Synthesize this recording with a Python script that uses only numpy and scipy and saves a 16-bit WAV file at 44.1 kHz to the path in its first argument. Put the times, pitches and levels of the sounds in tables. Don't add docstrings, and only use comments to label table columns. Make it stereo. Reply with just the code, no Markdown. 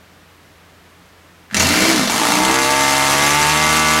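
import sys
import numpy as np
from scipy import signal
from scipy.fft import rfft, irfft
from scipy.io import wavfile
from scipy.ndimage import uniform_filter1d, minimum_filter1d, map_coordinates

SR = 44100
rng = np.random.default_rng(int(sys.argv[2]) if len(sys.argv) > 2 else 0)


def wav_out(sig):
    wavfile.write(sys.argv[1], SR, np.round(np.clip(np.atleast_2d(sig).T, -1, 1) * 32767).astype(np.int16))


N = 176400

CRANK_S, FIRE_S = 1.545, 2.098
# (frequency [Hz], gain [dB])
HISS = [(60, -30), (200, -11), (500, -3), (850, -1.5), (1400, -0.5), (2100, 0.5), (2700, -1), (5000, -1),
        (7000, -1.5), (9500, -7), (11200, -6.5), (13000, -14.5), (15500, -24)]


def amp(db):
    return 10 ** (np.asarray(db) / 20)


def unit(x):
    return x / np.sqrt(np.mean(x ** 2) + 1e-20)


def clock():
    return np.arange(N) / SR


def along(points, hz):
    f, v = np.transpose(points)
    return np.interp(np.log(hz + 1), np.log(f + 1), v)


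def level(points):
    return amp(np.interp(clock(), *np.transpose(points), left=-120))


def wobble(rate_hz):
    return map_coordinates(rng.standard_normal(int(N * rate_hz / SR) + 4), [clock() * rate_hz])


def filtered(x, response):
    return irfft(rfft(x, 2 * N) * response(np.fft.rfftfreq(2 * N, 1 / SR)))[..., :N]


def causal(points):
    def response(f):
        cepstrum = irfft(np.log(amp(along(points, f))))
        fold = 1 + np.sign(N - np.arange(2 * N))
        return np.exp(rfft(cepstrum * fold) - cepstrum[0])
    return response


def resonant(modes):
    return lambda f: sum(amp(db) * 1j * f * w / (hz * hz - f * f + 1j * f * w) for hz, w, db in modes)


def noise(spectrum):
    return unit(filtered(rng.standard_normal(N), lambda f: amp(along(spectrum, f))))


def pulses(times_s, sizes):
    at = np.asarray(times_s)[:, None] * SR
    i = at.astype(int) + np.arange(-7, 9)
    taps = np.sinc(i - at) * np.cos(np.pi * (i - at) / 16) ** 2
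    return np.bincount(i.ravel(), (taps * np.asarray(sizes)[:, None]).ravel(), N)[:N]


def shaft_hz():
    # (time [s], speed [turns/s])
    first_turns = [(1.557, 42), (1.583, 32.8), (1.611, 40), (1.635, 45.5)]
    cranking = [(1.66, 51.51), (1.72, 58.45), (1.756, 60.98), (1.904, 66.1), (1.952, 63.67), (2.004, 54.1),
                (2.06, 47.65)]
    catching = [(2.07, 41.3), (2.108, 45.68), (2.15, 50.48)]
    running = [(2.2, 54.5), (2.254, 57.1), (2.374, 61.43), (2.5, 65.33), (2.55, 66.37), (2.75, 68.89),
               (3.076, 69.68), (3.262, 72.14), (3.388, 74.12), (3.608, 76.7), (3.744, 77.58), (3.888, 77.1),
               (4.0, 77.83)]
    return np.interp(clock(), *np.vstack([first_turns, cranking, catching, running]).T)


def turns(since_s):
    count = np.cumsum(shaft_hz()) / SR
    return count - np.interp(since_s, clock(), count)


def workshop(x, wet_db, side_db, early_boost=1.07, early_s=0.0098, gap_s=0.0015):
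    # (frequency [Hz], T60 [s])
    t60 = [(150, 0.27), (1500, 0.3), (6000, 0.18), (14000, 0.093)]
    # (frequency [Hz], gain [dB])
    width = [(100, -5.5), (300, -12), (550, -4.5), (2000, -7.5), (4500, -7.5), (8000, -5), (11000, -1.5),
             (14000, -40)]
    hz, t, spectra = signal.stft(rng.standard_normal((2, SR // 3)), SR, nperseg=256)
    decay = amp(-60 * t / along(t60, hz)[:, None]) * (1 + early_boost * np.exp(-t / early_s))
    tail = signal.istft(spectra * decay, SR, nperseg=256)[1]
    tail *= np.arange(tail.shape[1]) > gap_s * SR
    mid, side = signal.fftconvolve(x[None], tail / np.linalg.norm(tail[0]), axes=1)[:, :N]
    return x + amp(wet_db) * mid + amp(side_db) * filtered(side, causal(width)) * [[1], [-1]]


def background(air_db=-48, side_db=-9, whine_hz=12630, whine_db=-70.5, wander_hz=80):
    # (frequency [Hz], gain [dB])
    air_spectrum = [(15, -51), (25, -26), (59, -9), (77, -9), (144, -9), (178, -4), (204, -11.5),
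                    (297, -8.5), (331, -11), (359, -11), (389, -11), (1850, -14), (15500, -35)]
    # (frequency [Hz], level [dB])
    tones = [(86.1, -56), (172.3, -61), (301.5, -65.5)]
    t = clock()
    hum = sum(amp(db) * np.sin(2 * np.pi * hz * t + 0.2 * wobble(5.7)) for hz, db in tones)
    pitch_hz = whine_hz + wander_hz * (wobble(14) + wobble(300))
    whine = amp(whine_db) * np.sin(2 * np.pi * np.cumsum(pitch_hz) / SR)
    air = noise(air_spectrum) + amp(side_db) * noise(air_spectrum) * [[1], [-1]]
    return np.sqrt(2) * (hum + whine) + amp(air_db) * air


def shudder(peak_s=1.65, width_s=0.057, hz=86.6, gain_db=-21.5):
    t = clock()
    swell = np.exp(-((t - peak_s) / width_s) ** 2 / 2) * (t > CRANK_S)
    return amp(gain_db) * swell * np.sin(2 * np.pi * hz * t)


def drone(roughness=0.15):
    # (time [s], level [dB])
    envelope = [(1.5, -70), (1.525, -31.5), (1.62, -28), (1.72, -21.5), (1.9, -17.5), (2.02, -20.5),
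                (2.1, -32), (2.25, -30.5)]
    # (shaft order, gain [dB])
    orders = [(3, -7.5), (4, -7), (5, 1), (6, -13), (7, -12)]
    angle = 2 * np.pi * turns(CRANK_S)
    tone = np.zeros(N)
    for order, db in orders:
        gain = amp(db) * (1 + roughness * wobble(45))
        tone += gain * np.sin(order * angle + roughness * wobble(40) + rng.uniform(0, 2 * np.pi))
    return level(envelope) * unit(tone)


def rasp(rattle_db=4):
    # (time [s], level [dB])
    envelope = [(1.6, -35), (1.72, -21), (1.9, -21), (1.93, -34), (2.05, -44)]
    # (frequency [Hz], width [Hz], gain [dB])
    modes = [(2200, 460, 4.5), (4230, 510, -4)]
    chatter = rng.standard_normal(N) * amp(rattle_db * wobble(900))
    return level(envelope) * unit(filtered(chatter, resonant(modes)))


def grind(puff_db=5, puff_turns=0.08, rattle_db=2):
    # (time [s], level [dB])
    envelope = [(1.51, -44), (1.542, -40), (1.547, -23), (1.59, -20.5), (1.61, -15), (1.7, -16),
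                (1.9, -14.5), (1.96, -16), (2.08, -19.5), (2.16, -22.5), (2.4, -39)]
    # (frequency [Hz], gain [dB])
    spectrum = [(30, -33), (70, -9.5), (220, -1), (420, -2.5), (800, -1.5), (1050, -5.5), (1600, -2.5),
                (2700, -7.5), (4500, -6), (6800, -9.5), (9000, -14.5), (12000, -16.5), (15500, -33)]
    puffs = 1 + amp(puff_db) * np.exp(-(turns(FIRE_S) % 1) / puff_turns)
    return level(envelope) * unit(noise(spectrum) * puffs * amp(rattle_db * wobble(700)))


def cup_taps(gain_db=24):
    # (time [s], strength [dB])
    taps = [(1.501, -31), (1.5119, -22), (1.520, -32), (1.535, -20)]
    # (frequency [Hz], width [Hz], gain [dB])
    modes = [(1640, 190, 7.5), (1950, 280, -8), (3100, 600, -17)]
    # (frequency [Hz], gain [dB])
    contact = [(1500, 0), (3000, -1), (7000, -6), (15000, -22)]
    times_s, db = np.transpose(taps)
    return filtered(pulses(times_s, amp(db + gain_db)), lambda f: resonant(modes)(f) * causal(contact)(f))


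def knocks(gain_db=-3, decay_s=0.0018):
    # (time [s], strength [dB])
    compressions = [(1.5447, -2), (1.5677, 0), (1.5979, 1), (1.6228, -5.5)]
    # (frequency [Hz], gain [dB])
    spectrum = [(120, -26), (200, 3), (677, -16), (783, -4), (957, -13), (1680, -3.5), (3820, -8),
                (6240, -0.5), (11400, -19), (15500, -25)]
    t = clock()
    blows = sum(amp(db + gain_db) * (t >= s) * np.exp(-np.abs(t - s) / decay_s) for s, db in compressions)
    return blows * noise(spectrum)


def propeller(gain_db=-23.5, depth=0.52, lag_turns=0.13, grain_db=1.5, drift_db=1.46):
    chop = 1 + depth * np.cos(4 * np.pi * (turns(FIRE_S) - lag_turns))
    gain = amp(gain_db + drift_db * wobble(12)) * (clock() > FIRE_S)
    return gain * unit(noise(HISS) * chop * amp(grain_db * wobble(900)))


def sputter(puff_turns=0.21):
    # (time [s], level [dB])
    envelope = [(2.09, -30), (2.16, -24), (2.42, -22.5), (2.6, -29), (2.8, -42)]
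    # (frequency [Hz], width [Hz], gain [dB])
    modes = [(290, 110, -4), (870, 170, 0), (1200, 200, -12), (3450, 360, -15)]
    puffs = rng.standard_normal(N) * np.exp(-(turns(FIRE_S) % 1) / puff_turns)
    return level(envelope) * unit(filtered(puffs, resonant(modes)))


def arm_shadow(x, mids_from_hz=237, mids_to_hz=710, treble_hz=1110):
    # (time [s], low-mid gain [dB], treble gain [dB])
    shading = [(2.1, 1.5, -5), (2.35, -0.5, -4.5), (2.5, 3, -0.5), (2.7, 2, -1.5), (3.05, 0.5, -1.5),
               (3.25, 0.5, 0), (3.45, -2.5, -2), (3.7, -3, 2), (4, -4, 0)]
    times_s, mids_db, treble_db = np.transpose(shading)
    above = lambda f, hz: 1 - 1 / (1 + (f / hz) ** 12)
    change = lambda db: amp(np.interp(clock(), times_s, db)) - 1
    mids = filtered(x, lambda f: above(f, mids_from_hz) - above(f, mids_to_hz))
    treble = filtered(x, lambda f: above(f, treble_hz))
    return x + mids * change(mids_db) + treble * change(treble_db)


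def bench_ring(firings):
    # (frequency [Hz], width [Hz], gain [dB])
    modes = [(90, 8, -4), (153, 8.6, -9.5), (184.4, 13.5, -3.5), (237, 10.93, -6), (273.7, 36.8, -4),
             (321.2, 22, 0.5), (384, 31, -7.5), (462.2, 65, -6.5), (620, 50, -4), (762.5, 61, -4.5),
             (885, 37, 3.5), (1018.4, 71, -4.5), (1156.6, 54, 0.5), (1292, 67, -7.5), (1466, 27, -4.5),
             (1659, 70, -6), (1880, 51, -7), (2070, 22, -1.5)]
    # (frequency [Hz], gain [dB])
    push = [(100, -1), (260, 2), (500, -1), (900, 1.5), (1200, -1.5), (2100, 1), (3600, 0), (6000, -9),
            (15000, -28)]
    return unit(filtered(firings, lambda f: resonant(modes)(f) * causal(push)(f)))


def firing_pulses(jitter_s=0.00002, cold_jitter_s=0.00026, warm_up_s=0.21, gas_lead_s=0.000816,
                  scatter_db=0.35, gas_scatter_db=2.5):
    count = turns(FIRE_S)
    times_s = np.interp(np.arange(int(count[-1]) + 1), count, clock())
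    slip, size, gas_size = rng.standard_normal((len(times_s), 3)).T
    times_s += slip * (jitter_s + cold_jitter_s * np.exp(-(times_s - FIRE_S) / warm_up_s))
    firings = pulses(times_s, -amp(scatter_db * size))
    gas = pulses(times_s - gas_lead_s, amp(gas_scatter_db * gas_size))
    return firings, gas


def exhaust(crack_db=-29, ring_db=-16, burst_db=-25.5, burst_s=0.002,
            crack_db_per_octave=20, ring_db_per_octave=-0.5, reference_hz=72):
    # (time [s], level [dB])
    envelope = [(2.09, -8), (2.18, -2.5), (2.35, -1), (2.5, 1.5), (2.9, 0.5), (3.25, 2), (3.45, 1.5),
                (3.75, 1), (4, 1.5)]
    # (frequency [Hz], gain [dB])
    spectrum = [(60, -55), (500, -27), (1100, -4), (1600, 0), (2400, -0.5), (4000, -6), (7000, -18.5),
                (15000, -38)]
    firings, gas = firing_pulses()
    strength = level(envelope) / np.sqrt(2)
    octaves = np.log2(shaft_hz() / reference_hz)
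    crack = amp(crack_db + crack_db_per_octave * octaves) * unit(filtered(firings, causal(spectrum)))
    ring = amp(ring_db + ring_db_per_octave * octaves) * arm_shadow(bench_ring(firings))
    outflow = filtered(gas, lambda f: 1 / (1 + 2j * np.pi * f * burst_s))
    burst = amp(burst_db) * unit(outflow * noise(HISS))
    port = workshop(strength * (crack + burst), wet_db=-0.5, side_db=-3)
    return port + workshop(strength * ring, wet_db=-9.5, side_db=-6)


def scene():
    # (frequency [Hz], left minus right [dB])
    balance = [(100, -3), (300, -.3), (1100, 1.5), (4000, 1.8), (9000, 0)]
    starter = amp(-2.5) * grind() + amp(-1.5) * rasp() + cup_taps() + knocks()
    machine = workshop(starter + sputter() + propeller(), wet_db=-3, side_db=-2.5)
    machine += workshop(drone() + shudder(), wet_db=-19.5, side_db=-7)
    machine += exhaust()
    return filtered(machine, lambda f: amp(along(balance, f) * [[0.5], [-0.5]])) + background()


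def record(dry, ceiling=0.97, window_samples=90, top_hz=15900):
    needed = np.minimum(1, ceiling / (np.abs(dry).max(axis=0) + 1e-9))
    gain = uniform_filter1d(minimum_filter1d(needed, window_samples), window_samples)
    return filtered(dry * gain, lambda f: f < top_hz)


dry = scene()
out = record(dry)
wav_out(out)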